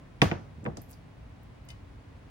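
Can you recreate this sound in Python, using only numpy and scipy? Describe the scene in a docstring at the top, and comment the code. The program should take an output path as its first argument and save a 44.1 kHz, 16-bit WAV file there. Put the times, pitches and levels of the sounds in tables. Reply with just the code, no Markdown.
"""A quiet, humming kitchen, the microphone close to a table. A glass baking dish knocks on the table,
settles back and is nudged a few times more: each knock cracks, rings the damped dish and table top
and sets the table booming. A few small ticks and a soft crackle follow. At about 1.7 s the glass
clinks faintly as a slice of vegetable is laid in it, and then only the room tone is left."""
import sys
import numpy as np
from scipy import signal
from scipy.fft import rfft, irfft, next_fast_len
from scipy.io import wavfile

SR = 44100
rng = np.random.default_rng(int(sys.argv[2]) if len(sys.argv) > 2 else 0)


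def materialize(psi):
    """Save the field psi as 16-bit PCM at rate SR to the path in sys.argv[1].

    A 1-D psi becomes a single channel; in a 2-D psi each row is a channel.
    """
    bounded = np.clip(np.atleast_2d(psi).T, -1, 1)
    quanta = np.round(bounded * 32767).astype(np.int16)
    wavfile.write(sys.argv[1], SR, quanta)


N = 101429
HIT_SAMPLES = 2 ** 15
T = np.arange(HIT_SAMPLES) / SR
FREQS = np.maximum(np.fft.rfftfreq(HIT_SAMPLES, 1 / SR), 1)

# dish meeting table: start_s, level_db, cutoff_hz, crack_db, body_db, boom_db, room_db
KNOCKS = [(0.2172, 1, 15000, -0.5, 0, 2.5, -2.5), (0.3136, -7.5, 2340, -3, -2, -1.5, -4),
          (0.576, -26, 230, -5, 2.5, -19, -1), (.6270, -23.5, 272, -1.5, 1, -12, 11),
          (0.652, -21, 1280, 2, 4.5, -13, -14), (0.6615, -12.5, 1410, 0.5, -0.5, 1, -8.5),
          (.6800, -18.5, 595, -9, 0.5, 5, 5.5), (.7690, -21, 890, 1.5, -4, -14, -14)]
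# first snap of glass on the table: pitch_hz, level_db, t60_s, left_minus_right_db
SNAP_MODES = [(1523, -11, 0.0056, -1), (2397, -4.5, 0.0095, 1.5), (3555, -15.5, 0.018, 2.5),
              (4910, -32, .04, 3), (5940, -38.5, 0.063, 9), (9700, -27, 0.0054, 4)]
# dense short ringing of the contact: band_hz, level_db, t60_s
CRACK_BANDS = [(125, -23.5, 0.19), (287, -22.5, 0.076), (800, -22, 0.082), (1250, -25, 0.048),
               (2250, -21, 0.026), (3530, -24.5, 0.019), (5600, -30, 0.052), (7920, -35, 0.027),
               (10300, -43, 0.021), (13070, -44, 0.016), (16000, -63.5, .012)]
# dish and table top ringing together: pitch_hz, level_db, t60_s, left_minus_right_db
BODY_MODES = [(150.2, -18, 0.12, -3.5), (226, -20.5, 0.093, -2), (289.8, -21.5, .1, -3.5),
              (347.3, -29, 0.14, -12.5), (470.7, -22, 0.06, -3.5), (590, -35.5, .14, 3),
              (692, -28.5, 0.12, -5), (780, -24.5, 0.09, 15.5), (875, -30, 0.043, 4.5),
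              (1117, -28, 0.089, 6), (1313, -39, 0.058, 5.5), (1586, -38, 0.11, 0),
              (1860, -47.5, 0.21, -15.5), (2240, -41, 0.13, 5)]
# slow sway of the table: pitch_hz, level_db, t60_s, left_minus_right_db
BOOM_MODES = [(41.6, -43, .3, -2.5), (69, -32.5, 0.19, 2), (93.2, -25.5, 0.22, 3), (107, -32, 0.13, -9)]
# light touches on the glass: start_s, level_db, cutoff_hz
CLINKS = [(1.6874, -5.5, 14000), (1.702, 0, 6000)]
# high ringing of the glass: pitch_hz, level_db, t60_s, left_minus_right_db
GLASS_MODES = [(2085, -52, .14, 11), (2540, -61, 0.12, -16), (2967, -51.5, 0.13, 15), (3600, -62, .06, 7),
               (3640, -49, 0.055, 2), (4480, -54, 0.049, 4), (4870, -54.5, 0.062, 7),
               (4990, -55, 0.044, -6), (5200, -47, 0.086, 2), (5200, -43.5, 0.065, 3), (6270, -54, .06, -4),
               (7400, -66, .08, 0), (9550, -49, 0.072, -2)]
# small ticks: start_s, level_db, centre_hz, half_width_octaves
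TICKS = [(0.6421, -51.5, 7350, 0.69), (0.7707, -37, 5360, 0.94), (0.817, -37.5, 12500, 0.29),
         (0.8934, -53, 12060, .6), (.9035, -47, 14700, .4), (0.911, -44, 10000, 0.58),
         (0.915, -50, 12300, 0.77), (0.9303, -49, 5500, 0.47), (0.939, -51.5, 4760, 0.22),
         (1.431, -55.5, 13000, .7), (1.6510, -54.5, 15000, 0.5), (1.6872, -44.5, 7000, 1),
         (1.7025, -43.5, 4460, 0.84)]
# soft crackle around the ticks: start_s, length_s, level_db
CRACKLES = [(0.875, 0.081, -61.5), (1.683, 0.044, -62)]
# the kitchen's reverberation: band_hz, level_db, t60_s
REVERB_BANDS = [(100, -44, 1), (301.6, -37.5, 0.44), (830, -37, 0.42), (2200, -33.5, 0.252),
                (4000, -39.5, 0.3), (7060, -46.5, 0.47), (8300, -45, 0.17), (11000, -45.5, 0.23),
                (16000, -42.5, 0.2)]
# likeness of left and right in cracks, ticks and reverberation: frequency_hz, correlation
HIT_LIKENESS = [(60, .7), (300, 0.46), (700, -0.08), (1300, -0.1), (2500, 0.58), (8000, -0.32),
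                (16000, 0.26)]
# spectrum of the room tone: frequency_hz, relative_density_db
ROOM_TONE = [(15, -75), (25, -19), (53, -0.5), (111, -2.5), (185, -11), (206, -13), (285, -11), (317, -19),
             (677, -21), (936, -25.5), (1040, -23), (1230, -28), (2000, -29.5), (8360, -50.5),
             (10400, -49.5), (13200, -66.5), (16000, -44.5)]
# likeness of left and right in the room tone: frequency_hz, correlation
ROOM_TONE_LIKENESS = [(40, 1), (150, 0.92), (400, 0.21), (1200, 0.12), (4000, 0.12), (16000, 0.037)]

BODY_DB, CLINK_REVERB_DB, ROOM_TONE_DB = 0.5, -37, -48.5
SCATTER_DB = 3  # each knock lands on another spot and weights the modes anew
BEND_LAG_S = 0.0032  # travel time of the lowest bending waves; those above 400 Hz come sooner
LEFT_LAG_S = 0.00018  # the ringing reaches the right side of the microphone first
TICK_RISE_S, TICK_TAIL_DB, CRACKLE_PER_S = 0.00042, -20.5, 1400
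MIC_DIP_HZ, LOW_CUT_HZ, TOP_HZ = 13240, 31, 15900


def dish_knocks():
    """Each knock snaps and cracks, rings dish, table top and room; the table's boom swells late."""
    cracks = dying_noise(CRACK_BANDS, count=len(KNOCKS))
    reverb = dying_noise(REVERB_BANDS)[0] * rise(0.003)
    snap = delay(ring(SNAP_MODES, rise_s=0.00025), 0.0003)
    boom = delay(ring(BOOM_MODES, rise_s=0.0061), 0.028)
    scatter = SCATTER_DB * rng.standard_normal((len(KNOCKS), len(BODY_MODES)))
    out = 0
    for knock, crack, spot in zip(KNOCKS, cracks, scatter):
        start_s, level_db, cutoff_hz, crack_db, body_db, boom_db, reverb_db = knock
        modes = [(hz, db + extra_db, t60, pan) for (hz, db, t60, pan), extra_db in zip(BODY_MODES, spot)]
        body = undb(BODY_DB) * delay(ring(modes, rise_s=0.0016), 0.001)
        direct = undb(crack_db) * (snap + crack) + undb(body_db) * body + undb(boom_db) * boom
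        hit = soften(direct + undb(reverb_db) * reverb, cutoff_hz)
        out += undb(level_db) * delay(hit, start_s, N)
    return out


def glass_clinks():
    """The slice's light touches ring only the high modes of the glass; the room answers faintly."""
    glass = ring(GLASS_MODES, rise_s=0.00054)
    reverb = undb(CLINK_REVERB_DB) * dying_noise(REVERB_BANDS)[0]
    return sum(undb(level_db) * delay(soften(glass + reverb, cutoff_hz), start_s, N)
               for start_s, level_db, cutoff_hz in CLINKS)


def ticks():
    """Tiny bright contacts, each with a short tail."""
    envelope = (fade(t60_s=0.014) + undb(TICK_TAIL_DB) * fade(t60_s=0.26)) * rise(TICK_RISE_S)
    return sum(undb(level_db) * delay(envelope * noise(hump(hz, octaves), HIT_LIKENESS), start_s, N)
               for start_s, level_db, hz, octaves in TICKS)


def crackle():
    """Short swells of dense, tiny clicks."""
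    out = 0
    for start_s, length_s, level_db in CRACKLES:
        clicks = rng.standard_normal((2, len(T))) * (rng.random(len(T)) < CRACKLE_PER_S / SR)
        grains = irfft(rfft(clicks) * hump(hz=9800, octaves=3.3))
        swell = np.sin(np.pi * np.clip(T / length_s, 0, 1))
        out += undb(level_db) * delay(grains / grains.std() * swell, start_s, N)
    return out


def kitchen_tone():
    """Low steady room noise behind everything."""
    freqs = np.maximum(np.fft.rfftfreq(2 * next_fast_len(N // 2 + 1), 1 / SR), 1)
    spectrum = undb(lookup(ROOM_TONE, freqs))
    return undb(ROOM_TONE_DB) * noise(spectrum, ROOM_TONE_LIKENESS, freqs)[:, :N]


def ring(modes, rise_s):
    """Struck modes of alternating sign that build up over rise_s and die away."""
    t = np.maximum(T - np.array([[LEFT_LAG_S], [0]]), 0)
    out = 0
    for k, (hz, level_db, t60_s, pan_db) in enumerate(modes):
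        gains = undb(level_db + np.array([[pan_db], [-pan_db]]) / 2)
        out += (-1) ** k * gains * np.sin(2 * np.pi * hz * t) * fade(t60_s)
    return out * rise(rise_s)


def dying_noise(bands, count=1):
    """Noise bursts in half-octave bands, each with its own level and decay; low bands arrive last."""
    out = np.zeros((count, 2, len(T)))
    spectrum = rfft(noise(1, HIT_LIKENESS))
    for hz in 125 * 2 ** np.arange(0, 7.1, .5):
        window = np.cos(np.pi / 2 * np.clip(2 * np.log2(FREQS / hz), -1, 1)) ** 2
        band = irfft(spectrum * window)
        envelope = undb(lookup(bands, hz)) * fade(lookup(bands, hz, column=2)) * rise(1 / hz)
        lag_s = BEND_LAG_S * min(400 / hz, 1)
        envelope = delay(envelope[None], lag_s) / band.std()
        for k in range(count):  # each burst starts elsewhere in the noise
            out[k] += np.roll(band, k * len(T) // count, axis=1) * envelope
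    return out


def noise(gain, likeness, freqs=FREQS):
    """Stereo noise of rms 1 with the given spectrum and left-right likeness."""
    correlation = np.clip(lookup(likeness, freqs), -1, 1)
    white = rfft(rng.standard_normal((2, 2 * len(freqs) - 2)))
    mid, side = white * gain * np.sqrt([1 + correlation, 1 - correlation])
    stereo = irfft(np.array([mid + side, mid - side]))
    return stereo / stereo.std()


def soften(x, cutoff_hz):
    """A softer contact gives less treble."""
    return signal.sosfilt(signal.butter(2, cutoff_hz, fs=SR, output="sos"), x)


def hump(hz, octaves):
    """A smooth spectral hump around hz, 12 dB down that many octaves to either side."""
    return 1 / (1 + (np.log2(FREQS / hz) / octaves) ** 2) ** 2


def rise(rise_s):
    """Exponential build-up to full level."""
    return 1 - np.exp(-T / rise_s)


def fade(t60_s):
    """Exponential decay, 60 dB down after t60_s."""
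    return np.exp(-np.log(1000) * T / t60_s)


def delay(x, lag_s, size=HIT_SAMPLES):
    """The same sound lag_s later, in a track of size samples."""
    start = int(np.clip(lag_s * SR, 0, size - 1))
    part = x[:, :size - start]
    out = np.zeros((len(x), size))
    out[:, start:start + part.shape[1]] = part
    return out


def lookup(table, hz, column=1):
    """Read one column of a table on a log-frequency axis."""
    rows = np.array(table, float)
    return np.interp(np.log(hz), np.log(rows[:, 0]), rows[:, column])


def undb(db):
    """Decibels to gain."""
    return 10 ** (np.asarray(db) / 20)


def scene():
    """Dish and table close up, the kitchen behind."""
    return dish_knocks() + ticks() + crackle() + glass_clinks() + kitchen_tone()


def record(dry):
    """The microphone has a dip in the high treble; the recorder cuts the deepest bass and the top."""
    x = signal.lfilter(*signal.iirnotch(MIC_DIP_HZ, Q=6, fs=SR), dry)
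    x = signal.sosfilt(signal.butter(3, LOW_CUT_HZ, "high", fs=SR, output="sos"), x)
    return signal.sosfilt(signal.ellip(10, .2, 80, TOP_HZ, fs=SR, output="sos"), x)


dry = scene()
out = record(dry)
materialize(out)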